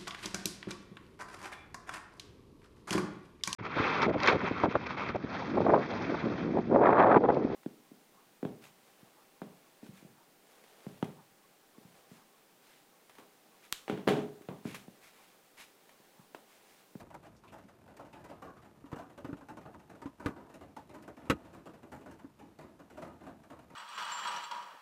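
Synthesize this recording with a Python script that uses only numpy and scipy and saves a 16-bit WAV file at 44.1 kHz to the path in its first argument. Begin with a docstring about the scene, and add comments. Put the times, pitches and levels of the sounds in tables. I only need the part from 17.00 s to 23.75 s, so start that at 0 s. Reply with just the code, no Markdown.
"""Rain on a parked van

Heard from inside, with a small microphone in the cabin under the roof. Drops burst into spatters
of droplets that tick on the damped panel overhead; now and then a heavy drip makes it drum.
A fine patter and a faint hiss fill the gaps."""
import sys
import numpy as np
from scipy import signal
from scipy.fft import rfft, irfft
from scipy.io import wavfile

SR = 44100
rng = np.random.default_rng(int(sys.argv[2]) if len(sys.argv) > 2 else 0)


def materialize(psi):
    """Save the field psi as 16-bit PCM at rate SR to the path in sys.argv[1].

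    A 1-D psi becomes a single channel; in a 2-D psi each row is a channel.
    """
    bounded = np.clip(np.atleast_2d(psi).T, -1, 1)
    quanta = np.round(bounded * 32767).astype(np.int16)
    wavfile.write(sys.argv[1], SR, quanta)


N = 297675
RING = SR // 5   # samples for which a touch rings

# The tone of the roof's dense ringing. Each row: frequency in Hz, relative spectral level in dB.
ROOF_COLOUR = [(35, -16), (75, 4), (130, 1.5), (300, 9), (450, -5), (650, 2.5), (1100, -5.5), (1700, -20),
               (2700, -18), (4200, -32.5), (7000, -31.5), (13000, -40.5), (16000, -38)]


def splats(spots, rise_s=0.0011, burst=0.72, burst_s=0.0077, run_out=1.31, typical_db=-53.5):
    """A drop bursts overhead and its spray rattles down around it, dulling as it dies away."""
    # The larger drops. Each row: start in seconds, level in dB, fall in seconds, brightness in dB.
    large_drops = [(0, -56, 0.026, 7), (.105, -58.5, 0.025, -23), (0.143, -46.5, 0.022, 2),
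                   (.231, -60, 0.032, 0), (0.262, -62.5, 0.021, 1), (.523, -52, 0.056, 2),
                   (.877, -63.5, 0.078, -4.5), (.967, -64, 0.031, 8.5), (.992, -53, 0.066, -8),
                   (1.128, -56.5, .12, -1), (1.242, -56, 0.041, 4), (1.295, -54, .08, -3),
                   (1.42, -47.5, 0.082, -1.5), (1.619, -66, 0.047, 0.5), (1.917, -49, 0.033, 0),
                   (1.959, -48.5, 0.081, 1.5), (2.177, -50.5, 0.036, 1.5), (2.245, -55.5, 0.087, 0),
                   (2.41, -58, 0.03, -4), (2.486, -46.5, 0.042, 1.5), (2.571, -49, 0.026, 1),
                   (2.654, -51.5, 0.055, -8), (2.741, -51.5, 0.014, -3), (2.896, -57, 0.05, 0.5),
                   (3.018, -48.5, 0.031, 2.5), (3.198, -49.5, 0.087, -1), (3.281, -48.5, 0.048, 1),
                   (3.361, -56, 0.11, -8), (3.541, -57, 0.037, 7.5), (3.61, -55, 0.064, -1.5),
                   (3.765, -51, 0.015, 4.5), (3.893, -58.5, 0.075, -1), (3.941, -54.5, 0.065, 2.5),
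                   (4.025, -67, 0.011, 11), (4.078, -48, .03, 0.5), (4.165, -61.5, 0.49, -2.5),
                   (4.539, -59.5, 0.078, 1.5), (4.657, -52.5, 0.06, 1), (4.831, -59, 0.044, -2),
                   (4.918, -50, 0.085, 3.5), (5.06, -53, 0.061, -2), (5.111, -63, 0.045, 6),
                   (5.39, -59.5, 0.091, -1.5), (5.587, -55.5, .1, 0.5), (5.798, -62.5, 0.029, -9),
                   (5.9, -66.5, 0.14, 0.5), (5.971, -55, 0.078, -1), (6.018, -48, 0.091, 0.5),
                   (6.205, -61, .12, -7), (6.266, -50.5, 0.064, -2.5), (6.501, -53.5, 0.079, -0.5),
                   (6.7, -61.5, 0.11, -2)]
    # The bass of the splats over time. Each row: time in seconds, gain in dB.
    bass_curve = [(0, -10), (1.1, -3), (1.9, 0), (4.6, 2.5), (6.75, 0.5)]
    starts, db, fall_s, bright_db = np.transpose(large_drops + small_drops())
    levels_db = band_levels(db - typical_db, (-54, -52.5, -63.5, -71), growth=(0.43, 0.69, 0.41, 0.42))
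    levels_db += np.outer((0, 0, 0.54, 1), bright_db)   # brightness acts on treble and fizz
    levels_db[0] += np.interp(starts, *np.transpose(bass_curve))
    levels_db[0, len(large_drops):] -= 4   # small drops carry less bass
    t, fall_s = np.arange(2 * RING) / SR, fall_s[:, None]
    since_peak = np.maximum(t - rise_s, 0)
    attack = np.minimum(t / rise_s, 1) * (1 + burst * np.exp(-since_peak / burst_s))
    swell = attack * np.exp(-(since_peak / fall_s) ** run_out)
    sounds = spray(swell, spots, per_s=2200, spread_db=2.0, count=3)
    touch_db = -7 - 132 * fall_s   # the longer a splat, the weaker its opening tick
    sounds[:, :RING] += from_db(touch_db) * contact()
    bands = voiced_bands(hollow(sounds), levels_db)
    damping = (.9, 1, 1.25, 1.5)   # higher bands die faster; 1 leaves a band as it is
    sounds = sum(band * np.exp((1 - rate) * since_peak / fall_s) for band, rate in zip(bands, damping))
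    return place(starts, sounds * np.linalg.norm(swell, axis=1, keepdims=True))


def small_drops(count=30, level_db=-64.5, spread_db=2, fall_s=0.047):
    """Small drops land at loose intervals, each with a size of its own; rows as for the larger ones."""
    timing, size = rng.random((count, 2)).T
    starts = (np.arange(count) + timing) / count * N / SR
    levels_db = level_db + spread_db * (2 * size - 1)
    return [(start, db, fall_s, 0) for start, db in zip(starts, levels_db)]


def spray(swell, spots, per_s, spread_db, count):
    """Droplets rattle down under each swell, shared among a few spots of the roof."""
    out = 0
    for _ in range(count):
        clicks = swell * droplets(swell.shape, per_s / count, spread_db)
        struck = spots[rng.integers(len(spots), size=len(swell))]
        out = out + signal.fftconvolve(clicks, struck, axes=1)
    return unit_energy(out[:, :swell.shape[1]])


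def droplets(shape, per_s, spread_db):
    """Droplets land as random clicks: many small ones, a few large."""
    sizes = from_db(spread_db * np.minimum(rng.exponential(1, shape), 4)) * rng.choice([-1, 1], shape)
    return sizes * (rng.random(shape) < per_s / SR)


def contact():
    """The first touch, heard straight through the panel: a minimum-phase click in the roof's colour."""
    hz = np.maximum(np.fft.rfftfreq(RING, 1 / SR), 1)
    cepstrum = irfft(np.log(from_db(at_hz(ROOF_COLOUR, hz))), RING)
    cepstrum[1:RING // 2] *= 2
    cepstrum[RING // 2 + 1:] = 0
    return unit_energy(irfft(np.exp(rfft(cepstrum)), RING))


def hollow(sounds, low_hz=560, high_hz=1155, q=21, ring_db=3.0):
    """Each landing spot favours a hollow note of its own."""
    pitches = low_hz * (high_hz / low_hz) ** rng.random(len(sounds))
    rings = [signal.lfilter(*signal.iirpeak(hz, q, fs=SR), sound) for hz, sound in zip(pitches, sounds)]
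    return sounds + from_db(ring_db) * np.array(rings)


def band_levels(excess_db, typical_db, growth):
    """Bass, middle, treble and fizz each gain `growth` dB for every dB a drop exceeds a typical one."""
    return np.array(typical_db)[:, None] + np.outer(growth, excess_db)


def voiced_bands(sounds, levels_db, edges_hz=(520, 1800, 4500)):
    """Split each sound into bass, middle, treble and fizz, and set the energy of each band."""
    bands = [(edges_hz[0], "low"), (edges_hz[:2], "band"), (edges_hz[1:], "band"), (edges_hz[2], "high")]
    filters = [signal.butter(3, hz, kind, fs=SR, output="sos") for hz, kind in bands]
    return [from_db(db)[:, None] * unit_energy(signal.sosfilt(sos, sounds + 1e-18))
            for sos, db in zip(filters, levels_db)]


def drips(spots, splash_s=0.011, hush_s=0.063, contact_db=-7.0, clang_hz=1400, clang_db=-9.0):
    """One heavy blow makes the panel thud, drum and clang, with a short dense splash."""
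    # Each row: start in seconds, then the levels of thud, drum and splash in dB.
    heavy_drips = [(1.841, -53, -41, -65.5), (1.929, -24, -41, -50.5), (2.246, -33, -37, -51.5),
                   (2.291, -49, -31.5, -60), (2.329, -24, -34, -53.5), (3.057, -36, -29.5, -55.5),
                   (3.26, -17.5, -26, -39), (4.2988, -17, -25, -30.5), (5.244, -68, -37.5, -65)]
    starts, thud_db, drum_db, splash_db = np.transpose(heavy_drips)
    excess_db = splash_db + 39.5   # above a typical drip; a harder one splashes brighter
    levels_db = band_levels(excess_db, (-40, -40, -46.5, -59.5), growth=(.87, 1, 1.35, 1.4))
    t = np.arange(RING) / SR
    swell = np.exp(-t / splash_s) * np.ones((len(starts), 1))
    splash = spray(swell, spots, per_s=5600, spread_db=4.0, count=5) + from_db(contact_db) * contact()
    splash += from_db(clang_db) * signal.lfilter(*signal.iirpeak(clang_hz, 2, fs=SR), splash)
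    # a dip near 720 Hz keeps the splash from sounding boxy between the low drum and the clang
    splash = signal.lfilter(*signal.iirnotch(720, 1.6, fs=SR), splash)
    splash *= np.exp(-(t / hush_s) ** 2)   # the lining stops the ringing
    splash = sum(voiced_bands(splash, levels_db)) * np.sqrt(0.038 * SR)   # levels as RMS over 38 ms
    thud = from_db(thud_db)[:, None] * mode(hz=157, t60=0.022)   # the panel gives way under the blow
    drum = from_db(drum_db)[:, None] * mode(hz=278.3, t60=0.087)   # the whole panel flexes
    onset = 1 - np.exp(-t / 0.0013)   # it takes a moment to get moving
    return place(starts, splash + onset * (thud + drum))


def ticks(max_q=12.4, fall_s=0.022, level_db=-4.0):
    """A tiny splash wakes one resonance, a hollow tap or a bright tick; high ones are the most damped."""
    # Each row: start in seconds, pitch in Hz, relative level in dB.
    taps = [(.1432, 745, -51), (0.3646, 5400, -64.5), (0.437, 1030, -51), (0.4778, 2500, -56.5),
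            (0.6376, 207, -47), (.9962, 614, -44.5), (1.1317, 2500, -55.5), (1.3002, 580, -43),
            (1.5695, 1190, -53), (1.9872, 683, -39.5), (3.059, 1000, -45), (3.7682, 860, -40.5),
            (5.9802, 605, -40), (6.0232, 620, -41.5)]
    t = np.arange(RING) / SR
    splash = np.exp(-t / fall_s)
    starts, sounds = [], []
    for start, hz, db in taps:
        q = max_q * min(1, 900 / hz) ** .75
        ring = signal.lfilter(*signal.iirpeak(hz, q, fs=SR), splash * rng.standard_normal(RING))
        starts.append(start)
        sounds.append(from_db(db + level_db) * unit_energy(ring) * np.linalg.norm(splash))
    return place(starts, sounds)


def roof_spots(count, modes_db, scatter_db=2.5):
    """Every spot of the roof excites the panel modes with strengths and signs of its own."""
    # Roof and cabin modes. Each row: frequency in Hz, relative level in dB, seconds to fall 60 dB.
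    roof_modes = [(77.4, -8, 0.29), (123, -4, 0.066), (165.6, -5, 0.24), (215, -6, 0.081),
                  (288.7, 12.5, 0.037), (407.5, -4, 0.1), (459, 1, 0.064), (624, -10, 0.026),
                  (944, -1.5, 0.041), (1045, -10.5, 0.035), (1159, -5.5, 0.07), (1245, -8.5, 0.13),
                  (1478, 1.5, 0.022), (1593, -15, 0.037), (1720, -3.5, 0.015), (2028, -13, 0.057),
                  (2325, -14.5, 0.013), (2846, -17, 0.042)]
    rings = np.array([from_db(db) * mode(hz, t60) for hz, db, t60 in roof_modes])
    size = (count, len(rings))
    strengths = from_db(scatter_db * rng.standard_normal(size)) * rng.choice([-1, 1], size)
    modal_ring = from_db(modes_db) * unit_energy(strengths @ rings)
    return unit_energy(dense_ring(ROOF_COLOUR, count) + modal_ring)


def dense_ring(colour, count, snap_db=5.5, snap_s=0.0012):
    """The roof's higher modes at several spots: a direct snap, then half-octave bands of dying noise."""
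    # Each row: frequency in Hz, seconds for the ringing to fall 60 dB.
    ring_times = [(70, 0.14), (300, 0.17), (1000, 0.036), (3000, 0.037), (12000, 0.017)]
    t, out = np.arange(RING) / SR, 0
    edges_hz = np.geomspace(30, 17000, 19)
    snap = 1 + from_db(snap_db) * np.exp(-t / snap_s)
    for low, high in zip(edges_hz, edges_hz[1:]):
        hz = np.sqrt(low * high)
        decay = np.exp(-np.log(1000) * t / at_hz(ring_times, hz))
        burst = rng.standard_normal((count, RING)) * snap * decay
        band = signal.sosfilt(signal.butter(2, [low, high], "band", fs=SR, output="sos"), burst)
        out = out + unit_energy(band) * np.sqrt(high - low) * from_db(at_hz(colour, hz))
    return unit_energy(out)


def mode(hz, t60):
    """A struck mode: a sine that falls 60 dB in t60 seconds."""
    t = np.arange(RING) / SR
    return np.sin(2 * np.pi * hz * t) * np.exp(-np.log(1000) * t / t60)


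def patter(level_db=-3.5):
    """Fine rain all over the roof, dulled by its lining."""
    # Its tone in the cabin. Each row: frequency in Hz, relative spectral level in dB.
    colour = [(30, -4), (75, 4), (150, 6.5), (300, 2), (450, -1.5), (800, -5), (1300, -13.5), (2500, -23.5),
              (5000, -34.5), (15000, -32.5)]
    # Its strength. Each row: time in seconds, relative level in dB.
    strength = [(0.0, -50), (0.21, -57.5), (4.02, -60.5), (6.75, -60.5)]
    spots = dense_ring(colour, count=12)
    clicks = droplets((len(spots), N + RING), per_s=30, spread_db=3.0)
    rain = signal.oaconvolve(clicks, spots, axes=1).sum(axis=0)
    curve_db = np.interp(np.arange(N) / SR, *np.transpose(strength))
    return from_db(curve_db + level_db) * unit_energy(rain[RING:RING + N]) * np.sqrt(N)


def hiss(level_db=-75):
    """An even, faint noise floor behind the rain."""
    # Each row: frequency in Hz, relative spectral level in dB.
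    colour = [(30, 5), (200, -11), (1000, 11.5), (4000, 2.5), (8000, -1.5), (13000, -3.5), (16000, -7)]
    hz = np.maximum(np.fft.rfftfreq(N, 1 / SR), 1)
    noise = irfft(rfft(rng.standard_normal(N)) * from_db(at_hz(colour, hz)), N)
    return from_db(level_db) * unit_energy(noise) * np.sqrt(N)


def from_db(db):
    """Decibels to gain."""
    return 10 ** (np.asarray(db) / 20)


def unit_energy(x):
    """Scale each row to an energy of 1."""
    return x / np.sqrt(np.sum(x ** 2, axis=-1, keepdims=True) + 1e-30)


def at_hz(points, hz):
    """Read a table on a log-frequency axis."""
    table_hz, value = np.transpose(points)
    return np.interp(np.log(hz), np.log(table_hz), value)


def place(starts, sounds):
    """Mix sounds into one track, each from its start in seconds."""
    track = np.zeros(N)
    for start, sound in zip(starts, sounds):
        first = round(start * SR)
        part = sound[:N - first]
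        track[first:first + len(part)] += part
    return track


def scene():
    """Everything overhead, heard in mono at one point in the cabin."""
    spots = roof_spots(count=32, modes_db=-4.0)
    return (hiss() + patter() + drips(spots) + splats(spots) + ticks())[None]


def record(dry, low_cut_hz=48, high_cut_hz=15300):
    """The small microphone loses the deepest bass; the top is cut steeply."""
    thin = signal.sosfilt(signal.butter(2, low_cut_hz, "high", fs=SR, output="sos"), dry)
    return signal.sosfilt(signal.ellip(12, .1, 80, high_cut_hz, fs=SR, output="sos"), thin)


dry = scene()
out = record(dry)
materialize(out)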